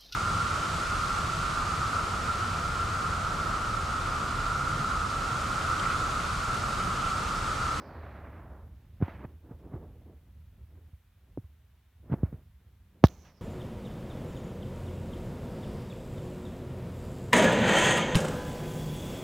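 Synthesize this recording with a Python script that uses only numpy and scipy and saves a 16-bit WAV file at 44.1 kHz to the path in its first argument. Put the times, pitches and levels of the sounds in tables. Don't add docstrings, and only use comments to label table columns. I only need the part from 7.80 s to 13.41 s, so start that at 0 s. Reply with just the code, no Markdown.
import sys
import numpy as np
from scipy import signal
from scipy.fft import rfft, irfft, next_fast_len
from scipy.io import wavfile
from scipy.ndimage import uniform_filter1d, map_coordinates

SR = 44100
rng = np.random.default_rng(int(sys.argv[2]) if len(sys.argv) > 2 else 0)


def digitize_waveform(pressure):
    field = np.atleast_2d(pressure).T
    bounded = np.clip(field, -1, 1)
    quanta = np.round(bounded * 32767).astype(np.int16)
    wavfile.write(sys.argv[1], SR, quanta)


def gain_from_decibels(decibels):
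    exponent = np.asarray(decibels, float) / 20
    return 10 ** exponent


N = 247401


def unit(x):
    return x / np.sqrt(np.mean(x ** 2) + 1e-20)


def along(points, hz):
    f, value = np.transpose(points)
    return np.interp(np.log(hz + 1), np.log(f + 1), value)


def curves(rows):
    times, *columns = np.transpose(rows)
    return [np.interp(np.arange(N) / SR, times, column) for column in columns]


def wobble(rate):
    knots = rng.standard_normal(N // 50)
    return map_coordinates(knots, [np.arange(N) * rate / SR])


def filtered(x, response):
    size = next_fast_len(N + SR // 2)
    hz = np.fft.rfftfreq(size, 1 / SR)
    return irfft(rfft(x, size) * response(hz), size)[..., :N]


def noise(spectrum):
    white = rng.standard_normal(N)
    return unit(filtered(white, lambda hz: gain_from_decibels(along(spectrum, hz))))


# (f/Hz, level/dB per Hz)
HISS = [(150, -36.5), (250, -1.5), (600, -1.5), (1000, 0), (1550, -.5), (3600, -4.5), (4600, -10.5),
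        (16000, -18)]
# (f/Hz, left-right likeness)
HISS_ALIKE = [(60, 0.87), (180, 0.32), (550, 0.31), (1650, 0.98), (4970, 0.27), (15000, 0.15)]


def hiss():
    level_db = -76

    def mix(hz):
        turn = np.arccos(np.clip(along(HISS_ALIKE, hz), -1, 1)) / 2
        return np.array([np.cos(turn), np.sin(turn)])

    mid, side = filtered(np.array([noise(HISS), noise(HISS)]), mix)
    return gain_from_decibels(level_db) * np.array([mid + side, mid - side])


# (t/s, level/dB)
HUM = [(0, -85), (4.6, -84), (4.8, -73), (5.0, -78), (5.35, -66), (5.61, -68)]


def hum():
    level_db = curves(HUM)[0] + 3 * wobble(9)
    hz = 188 + 4 * wobble(12)
    return gain_from_decibels(level_db) * np.sin(2 * np.pi * np.cumsum(hz) / SR)


# (t/s, centre f/Hz, level/dB)
SWISH = [
    [(0.0, 5100, -72), (0.08, 4700, -75), (0.2, 4050, -78), (0.38, 3890, -80), (0.45, 3800, -100)],
    [(5.285, 6250, -66), (5.383, 6100, -73), (5.473, 5800, -71), (5.54, 5400, -80), (5.61, 5110, -76)],
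]
# (f/Hz, level/dB per Hz)
SKIRT = [(1000, -11), (2200, 2), (4500, -3.5), (7000, -21.5)]


def swish():
    out, t = np.zeros(N), np.arange(N) / SR

    def band_shape(f):
        return 1 / (1 + (f / 480) ** 2) + 0.26 / (1 + (f / 1200) ** 4)

    for rows in SWISH:
        centre_hz, db = curves(rows)
        low_noise = filtered(rng.standard_normal(N), band_shape)
        band = unit(low_noise * np.sin(2 * np.pi * np.cumsum(centre_hz) / SR))
        active = 1. * (t >= rows[0][0]) * (t <= rows[-1][0])
        on = uniform_filter1d(active, size=1800)
        out += on * gain_from_decibels(db) * (band + .85 * noise(SKIRT))
    return out


# (t/s, level/dB)
GRIP = [(0.0, -53), (0.2, -47), (0.7, -45), (1.14, -48), (1.37, -43), (1.6, -55), (1.72, -48), (1.97, -46),
        (2.36, -54), (3.1, -52), (3.22, -64), (3.58, -56), (4.14, -62), (4.3, -47), (4.47, -44), (4.7, -59),
        (5.1, -57), (5.45, -52), (5.61, -62)]
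# (f/Hz, level/dB per Hz)
TREMOR = [(15, -50.5), (25, -26.5), (40, -10.5), (81, -2), (97, -10), (216, -27.5), (250, -28.5),
          (320, -55), (550, -120)]


def tremor():
    throbbing = gain_from_decibels(1.6 * wobble(8.5)) * noise(TREMOR)
    return gain_from_decibels(curves(GRIP)[0]) * unit(throbbing)


# (peak t/s, rise/s per 10 dB,
# fall/s per 10 dB, dull level/dB, bright level/dB) # Rise and fall are those of the dull rub
SHORT_SWELLS = [(1.66, .025, .08, -55, -76), (1.712, .05, .03, -49, -57), (1.845, .05, .05, -52, -72),
                (1.94, .045, .07, -44, -53), (2.04, .05, .07, -50, -64), (2.16, .03, .06, -60, -78),
                (2.3, .07, .055, -54, -72), (2.47, .02, .05, -65, -76), (2.8, .05, .03, -66, -80),
                (2.98, .07, .05, -60, -70), (3.5, .06, .04, -68, -85), (3.6, .04, .12, -70, -77),
                (4.24, .04, .05, -68, -85), (4.33, .042, .045, -47, -46), (4.53, .006, .05, -57, -64),
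                (4.87, .04, .08, -72, -85), (5.2, .08, .03, -64, -85), (5.238, .006, .01, -42, -55)]
# (t/s, dull level/dB, bright level/dB, speed 0-1)
SLIDES = [
    [(0.0, -48.5, -47, .49), (0.27, -54.5, -48, .63), (0.56, -52, -51, .62), (0.81, -58, -55, .43),
     (0.85, -62, -64, .45), (0.95, -68, -75, .6)],
    [(1.2, -62, -66, .6), (1.228, -50, -41, .55), (1.25, -51, -45, .72), (1.275, -54, -49, .72),
     (1.29, -53, -46, .72), (1.34, -56, -52.5, .78), (1.42, -54, -52, .65), (1.447, -47, -45, .55),
     (1.47, -57, -69, .75), (1.58, -68, -80, .9)],
    [(4.36, -58, -62, .5), (4.42, -58, -60, .55), (4.445, -57, -54, .62), (4.52, -65, -68, .7),
     (4.63, -74, -76, .7)],
    [(5.26, -62, -54, .5), (5.3, -57.5, -60, .44), (5.44, -64, -65, .3), (5.452, -68, -56, .95),
     (5.5, -68, -62, .85), (5.54, -69, -67, .3), (5.61, -63, -67, .5)],
]


def rubbing():
    rest_dull_db, rest_bright_db = -23, -27.5
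    rest_speed, swell_speed = 1.1, .48
    bright_steeper = 1.7
    t = np.arange(N) / SR
    grip_db = curves(GRIP)[0]
    dull, rest = gain_from_decibels(grip_db + rest_dull_db), gain_from_decibels(grip_db + rest_bright_db)
    bright = rest
    for s, rise, fall, dull_db, bright_db in SHORT_SWELLS:
        shape = gain_from_decibels(-10 * np.maximum((s - t) / rise, (t - s) / fall))
        dull = np.hypot(dull, gain_from_decibels(dull_db) * shape)
        bright = np.hypot(bright, gain_from_decibels(bright_db) * shape ** bright_steeper)
    rest_share = (rest / bright) ** 2
    speed = swell_speed + (rest_speed - swell_speed) * rest_share
    for rows in SLIDES:
        dull_db, bright_db, pace = curves(rows)
        on = (t >= rows[0][0]) & (t <= rows[-1][0])
        dull = np.hypot(dull, on * gain_from_decibels(dull_db))
        bright = np.hypot(bright, on * gain_from_decibels(bright_db))
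        speed = np.where(on, pace, speed)
    return dull, bright, speed


# (f/Hz, level/dB per Hz)
DULL = [(80, -51), (140, -0.5), (300, -1.5), (600, -10), (1100, -22.5), (2500, -51), (5000, -100)]
# (f/Hz, level/dB per Hz)
BRIGHT = [(250, -36), (550, 7.5), (1300, 4), (4000, -5)]


def skin():
    dull_gain, bright_gain, speed = rubbing()
    slips = wobble(45)
    dull = unit(gain_from_decibels(2.0 * slips + 0.5 * wobble(120)) * noise(DULL))
    rough = gain_from_decibels(.8 * slips + 1.1 * wobble(220)) * noise(BRIGHT)
    hz, t, frames = signal.stft(rough, SR, nperseg=512)
    edge_hz = 700 * 5.2 ** np.interp(t, np.arange(N) / SR, speed)
    dulled = frames / np.sqrt(1 + (hz[:, None] / edge_hz) ** 7)
    bright = signal.istft(dulled, SR, nperseg=512)[1][:N]
    return dull_gain * dull + bright_gain * bright


# (t/s, level/dB)
RATTLE = [(5.24, -21), (5.2475, -27), (5.2545, -26), (5.2605, -33), (5.269, -29), (5.284, -36)]
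# (f/Hz, width/Hz, level/dB)
PART = [(1500, 900, -0.5), (3975, 1000, 2.5), (5860, 820, 1), (14500, 1400, -8)]


def rattle():
    chatter_s, chatter_db = .0028, -4
    taps, t = np.zeros(N + SR), np.arange(SR // 20) / SR
    fade = gain_from_decibels(-60 * t / 0.0038) + .06 * gain_from_decibels(-60 * t / 0.03)
    second = [(s + chatter_s, db + chatter_db) for s, db in RATTLE]
    for s, db in RATTLE + second:
        taps[round(s * SR):][:len(t)] += gain_from_decibels(db) * fade * rng.standard_normal(len(t))

    def ring(f):
        total = 0
        for k, (centre, width, db) in enumerate(PART):
            resonance = 1j * f * width / (centre ** 2 - f ** 2 + 1j * f * width)
            total = total + (-1) ** k * gain_from_decibels(db) * resonance
        return total

    return filtered(taps[:N], ring)


# (t/s, level/dB, first f/Hz, last f/Hz, crunch level/dB)
KNOCKS = [(1.203, -19, 199, 110, -55), (1.2137, -21, 460, 153, -57), (1.2236, -10.5, 456, 62, -34.5),
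          (1.2814, -28, 700, 150, -39), (1.447, -27.5, 447, 88.5, -45), (1.71, -28, 258, 90, -58),
          (1.938, -17, 200, 86, -49), (3.129, -21, 120, 68, -68.5), (3.5745, -17.5, 480, 230, -66),
          (3.5795, -21, 260, 76, -70), (3.584, -25, 300, 109, -73), (3.639, -20, 110, 70, -67),
          (4.298, -25, 396, 92, -54), (4.314, -10, 200, 110, -49), (4.3216, -16, 432, 112, -42),
          (4.328, -11, 256, 90, -39), (4.339, -16, 665, 110, -41), (4.4325, -10.5, 417, 57.3, -43.5),
          (4.527, -27.5, 450, 75.4, -55), (4.54, -25, 244, 73.5, -63), (4.862, -28, 113, 64, -70),
          (5.2398, 2, 1206, 48.2, -22.5), (5.2416, -12, 1500, 509, -27)]
# (f/Hz, level/dB per Hz)
CRUNCH = [(150, -46), (300, -8.5), (700, 6), (2000, -9.5), (3500, -24), (6000, -48.5), (9000, -92.5)]


def knocks():
    ring_cycles = 3.6
    hard_hz, hard_damps = 450, .45
    out, crunch, t = np.zeros(N + SR), np.zeros(N + SR), np.arange(SR // 4) / SR
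    crunch_fade = gain_from_decibels(-60 * t / 0.026) + 0.24 * gain_from_decibels(-60 * t / 0.058)
    crunch_shape = (1 - np.exp(-t / 0.0012)) * crunch_fade
    for s, db, first_hz, last_hz, crunch_db in KNOCKS:
        t60 = ring_cycles / last_hz * max(first_hz / hard_hz, 1) ** -hard_damps
        glide = .4 / first_hz
        cycles = last_hz * t + (first_hz - last_hz) * glide * np.log1p(t / glide)
        swell = (1 - np.exp(-t * first_hz ** 2 / 130)) ** 2
        start = round(s * SR)
        out[start:][:len(t)] -= gain_from_decibels(db - 60 * t / t60) * swell * np.sin(2 * np.pi * cycles)
        crunch[start:][:len(t)] += gain_from_decibels(crunch_db) * crunch_shape
    return out[:N] + crunch[:N] * noise(CRUNCH)


# (f/Hz, left minus right level/dB)
PORTS = [(800, -1), (2400, -2.5), (4500, -8), (8000, -10), (12000, 5.5), (15000, 0.5)]


def scene():
    shell = hum() + swish() + tremor() + skin() + rattle() + knocks()

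    def ports(hz):
        low_cut = -hz ** 2 / (48 ** 2 - hz ** 2 + 1.3j * 48 * hz)
        return low_cut * gain_from_decibels(np.outer([.5, -.5], along(PORTS, hz)))

    return hiss() + filtered(shell, ports)


# (f/Hz, level/dB per Hz)
FIZZ = [(3000, -14.5), (8000, -18), (12000, -9), (15000, -7.5), (16500, -17)]


def fizz(dry):
    linger = np.exp(-np.arange(SR // 2) / SR / .028)
    power = signal.fftconvolve(dry.mean(0) ** 2, linger / linger.sum())[:N]
    power = np.abs(power) + 1e-9
    shared = noise(FIZZ)
    pair = np.array([shared + .45 * noise(FIZZ), shared + .45 * noise(FIZZ)])
    return gain_from_decibels(-70) * power ** 0.11 * pair


def roll_off(x):
    return signal.sosfilt(signal.butter(12, 17110, fs=SR, output="sos"), x)


def record(dry):
    x = dry + fizz(dry)
    clipped = x / (1 + np.abs(x / .97) ** 6) ** (1 / 6)
    return roll_off(clipped)


dry = scene()
out = record(dry)
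digitize_waveform(out)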